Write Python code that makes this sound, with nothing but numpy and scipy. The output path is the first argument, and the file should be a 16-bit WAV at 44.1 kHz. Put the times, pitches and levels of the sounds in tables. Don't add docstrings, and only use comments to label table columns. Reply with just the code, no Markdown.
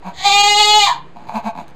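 import sys
import numpy as np
from scipy import signal
from scipy.fft import rfft, irfft
from scipy.io import wavfile
from scipy.ndimage import uniform_filter1d

SR = 44100
rng = np.random.default_rng(int(sys.argv[2]) if len(sys.argv) > 2 else 0)


def ratio_of_db(decibels):
    return 10 ** (np.asarray(decibels, float) / 20)


def store_wav(level_fs):
    pcm = np.round(np.clip(np.atleast_2d(level_fs), -1, 1) * 32767)
    wavfile.write(sys.argv[1], SR, pcm.T.astype(np.int16))


N = 77175
TIME_S = np.arange(N) / SR


def evened(x):
    return x / np.sqrt(np.mean(x ** 2) + 1e-20)


def read(points, hz):
    table_hz, value = np.transpose(points)
    return np.interp(np.log(hz + 1), np.log(table_hz + 1), value)


def coloured(x, points):
    gain = ratio_of_db(read(points, np.fft.rfftfreq(len(x), 1 / SR)))
    return irfft(rfft(x) * gain, len(x))


def resonate(x, hz, width_hz):
    turn = np.exp(2j * np.pi * np.cumsum(hz * np.ones(len(x))) / SR)
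    decay = np.exp(-np.pi * abs(width_hz) / SR)
    return 2 * (turn * signal.lfilter([1 - decay], [1, -decay], x / turn + 1e-18)).real


def formant(x, hz, width_hz):
    return resonate(resonate(x, hz, width_hz), hz, 2 * width_hz)


def wobble(size):
    return evened(uniform_filter1d(uniform_filter1d(rng.standard_normal(N), size), size))


# start_s, pitch_hz, effort_db, mouth_opening (factor), brightness_db
BLEAT_COURSE = [
    (0.139, 375, -32, 0.87, 1),
    (0.23, 380.2, -22.5, 0.9, 2),
    (0.258, 402.5, -0.5, 0.96, -9.5),
    (0.329, 405.1, -11, 1.037, 0.36),
    (.46, 409.5, -7, 1.045, -3.3),
    (.52, 413.4, -7.5, 1.094, -2.5),
    (0.784, 425.1, -7, 1.143, -1.2),
    (0.871, 386.5, -9.5, 0.9, -2.5),
    (0.978, 375.3, -45.5, 0.57, -2),
]
# centre_s, pitch_kick_hz, level_change_db, width_s
VOICE_CATCHES = [(0.299, -17.5, -2.5, 0.017), (0.427, -2, -11.5, 0.0062), (0.482, 7, 0.5, 0.0084),
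                 (.548, -6, -4, .014), (0.599, 8, 2.5, 0.011), (.635, -3, 0.5, 0.015),
                 (0.724, -2, -4.5, 0.0076), (0.795, -4.5, -3, 0.011)]
# start_s, roughness (0-1)
HOARSENESS = [(.17, .55), (.235, .3), (.265, .06), (.34, .008), (.79, .008), (.84, .04), (.865, .35),
              (.885, .95)]
# centre_hz, width_hz, level_db, mouth_share (of mouth movement)
KID_FORMANTS = [(768.5, 196, -0.5, 0.067), (1183, 158, -11.5, 0.3), (2066, 164, -8.5, 0.17),
                (2411, 367, -2, 1.5), (3350, 540, -6, 0.18), (4020, 900, -5.5, 0.033),
                (6960, 1435, -14, .1), (14360, 2000, -30, 0.15)]


def kid():
    start_s, *columns = np.transpose(BLEAT_COURSE)
    hz, effort_db, mouth, bright_db = (
        uniform_filter1d(np.interp(TIME_S, start_s, column), size=500) for column in columns)
    rough = np.interp(TIME_S, *np.transpose(HOARSENESS))
    for at_s, kick_hz, change_db, width_s in VOICE_CATCHES:
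        bump = np.exp(-((TIME_S - at_s) / width_s) ** 2)
        hz = hz + kick_hz * bump
        effort_db = effort_db + change_db * bump
        rough = rough + .018 * bump
    rough = np.clip(rough, 0, 1)

    jitter = .0007 * wobble(size=600) + .1 * rough * wobble(size=60)
    turns = np.cumsum(hz * (1 + jitter)) / SR
    folds = sum(np.cos(2 * np.pi * k * turns - .02 * k ** 2) for k in range(2, 35))
    puffs = (0.13 + np.exp(-(turns % 1) / 0.24)) * rng.standard_normal(N) * ratio_of_db(1.4 * wobble(size=120))
    hoarse = coloured(evened(puffs), [(400, -25), (700, 0)])
    drive = (1 - rough) * evened(folds) + rough * hoarse

    voice = np.zeros(N)
    for k, (centre_hz, width_hz, level_db, share) in enumerate(KID_FORMANTS):
        moved_hz = centre_hz * (1 + share * (mouth - 1))
        gain = ratio_of_db(level_db + bright_db * (k > 0))
        voice += (-1) ** k * gain * formant(drive, moved_hz, width_hz)
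    chest = ratio_of_db(-20 + 42 * (mouth - 1)) * np.cos(2 * np.pi * turns) * (1 - rough) ** 12

    late = np.clip((TIME_S - .855) / .03, 0, 1)
    rasp_hz = 1000 * (1 - 1.9 * np.clip(TIME_S - .885, -.04, .07))
    voice = voice + late * ratio_of_db(15) * formant(drive, rasp_hz, 110)

    fade_in = np.clip((TIME_S - start_s[0] + .02) / .07, 0, 1)
    fade_out = np.clip((start_s[-1] + .03 - TIME_S) / .03, 0, 1)
    effort = ratio_of_db(effort_db) * fade_in * fade_out
    return evened(voice) * effort, chest * effort


# start_s, length_s, level_db, pulse_rate_hz, unevenness (0-1)
NICKER_THROBS = [
    (0.025, 0.087, -30.5, 186, 0.09),
    (1.151, 0.029, -40, 120, 0.2),
    (1.187, 0.2, -42.5, 60, .12),
    (1.269, 0.032, -32, 130, 0.4),
    (1.316, 0.083, -23.5, 218, 0.12),
    (1.425, 0.077, -24.5, 215, 0.06),
    (1.552, 0.074, -30.5, 82.4, .15),
    (1.647, 0.08, -52, 73, 0.18),
]
# centre_hz, width_hz, level_db
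DOE_FORMANTS = [(693.5, 128, -4), (895, 140, -3), (1029, 199, -8.5), (1580, 170, -21), (2410, 340, -17),
                (3180, 300, -33), (3980, 830, -23.5), (6540, 1340, -29.5), (10800, 3000, -34),
                (13000, 1800, -45)]
# centre_hz, level_db
PULSE_DULLNESS = [(1500, 0), (3000, -6), (8000, -16)]


def doe():
    air_db, hum_db = -7, 7
    knock_hz, knock_width_hz, knock_db = 200, 81, 20
    knocks, breath, nose = np.zeros((3, N))
    pace, size, air = wobble(size=90), wobble(size=40), rng.standard_normal(N)
    for at_s, length_s, level_db, rate_hz, uneven in NICKER_THROBS:
        u = np.clip((TIME_S - at_s) / length_s, 0, 1)
        rate = (u > 0) * rate_hz * np.clip(1 + uneven * pace, .2, 3)
        turns = .999 + np.cumsum(rate) / SR
        arch = np.sin(np.pi * u ** 1.5)
        swell = ratio_of_db(level_db) * (0.47 * (1 - u) + arch) ** (.01 * rate_hz) * (u > 0) * (u < 1)
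        clicks = np.diff(np.floor(turns), prepend=0)
        pulses = swell * clicks * ratio_of_db(18 * uneven * size) * np.sqrt(SR / rate_hz)
        knocks += pulses
        breath += swell * ratio_of_db(air_db) * (.35 + 1.6 * np.exp(-(turns % 1) / .25)) * air
        if rate_hz > 120:
            hum = np.sin(2 * np.pi * rate_hz * length_s * u)
            nose += ratio_of_db(level_db + hum_db - 23 * uneven) * arch ** 2 * hum
        else:
            once = resonate(pulses, knock_hz, knock_width_hz)
            nose += ratio_of_db(knock_db) * resonate(once, knock_hz, knock_width_hz)

    drive = coloured(coloured(knocks, PULSE_DULLNESS) + breath, [(300, -30), (420, 0)])
    throat = np.zeros(N)
    for k, (centre_hz, width_hz, level_db) in enumerate(DOE_FORMANTS):
        throat += (-1) ** k * ratio_of_db(level_db) * formant(drive, centre_hz, width_hz)
    return 11.9 * throat, nose


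def straw():
    start_s, level_db, high_pass_hz, decay_s = 1.681, -35.5, 2500, 0.00086
    since_s = TIME_S - start_s
    snap = rng.standard_normal(N) * (since_s > 0) * np.exp(-np.abs(since_s) / decay_s)
    return ratio_of_db(level_db) * coloured(snap, [(high_pass_hz / 2, -30), (high_pass_hz, 0)])


# centre_hz, density_db (dB per Hz)
AIR_SPECTRUM = [(12, -60), (20, -21), (35, -29), (64, -3.5), (156, -23), (299, -10), (588, -16),
                (1890, -25), (10000, -47), (13000, -94), (22000, -120)]
# centre_hz, width_hz, level_db (rms)
FAN_HUMS = [(143.6, 2.5, -51), (173.9, 6.8, -53.5), (56, 10, -78)]


def barn_air():
    sound = ratio_of_db(-46 + 1.2 * wobble(size=3000)) * evened(coloured(rng.standard_normal(N), AIR_SPECTRUM))
    for centre_hz, width_hz, level_db in FAN_HUMS:
        once = resonate(rng.standard_normal(N), centre_hz, width_hz)
        sound = sound + ratio_of_db(level_db) * evened(resonate(once, centre_hz, width_hz))
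    return sound


# centre_hz, t60_s
STALL_DECAY = [(200, 0.14), (900, 0.33), (3000, 0.34), (8000, 0.091)]
# delay_s, gain (factor)
PLANK_ECHOES = [(.0023, 0.34), (.0051, -0.35), (.0083, 0.78), (.0127, 0.36), (.0191, -0.63), (.027, 0.66)]


def stall(x, wet):
    taps = np.zeros(SR // 2)
    at = np.arange(400, len(taps) - 20, 20)
    taps[at + rng.integers(0, 20, len(at))] = rng.choice([-1., 1.], len(at))
    hz, time_s, bands = signal.stft(taps, SR, nperseg=256)
    decay = ratio_of_db(-60 * time_s / read(STALL_DECAY, hz)[:, None])
    tail = signal.istft(bands * decay, SR, nperseg=256)[1]
    tail = ratio_of_db(-8) * tail / np.linalg.norm(tail)
    for delay_s, gain in PLANK_ECHOES:
        tail[round(delay_s * SR)] += gain
    response = wet * tail
    response[0] += 1
    return signal.fftconvolve(x, response / np.linalg.norm(response))[:N]


def scene():
    voice, chest = kid()
    throat, nose = doe()
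    roomy = stall(voice, wet=0.64) + stall(throat + straw(), wet=.55)
    return (roomy + chest + nose + barn_air())[None]


def band_limit(x):
    return signal.sosfilt(signal.butter(12, 15050, fs=SR, output="sos"), x)


# centre_hz, level_db
MIC_RESPONSE = [(4800, 0), (5600, -9), (6600, 0), (10250, -8), (10500, -55), (11650, -55), (11800, -4),
                (13950, -4)]


def record(dry):
    bend, ceiling, knee, offset, edge_hz = .03, .93, 6, .015, 14150
    x = dry[0] + bend * dry[0] ** 2
    x = x / (1 + np.abs(x / ceiling) ** knee) ** (1 / knee)
    x = coloured(x, MIC_RESPONSE + [(edge_hz, -60)])
    return band_limit(np.clip(x + offset, -1, 1)[None])


dry = scene()
out = record(dry)
store_wav(out)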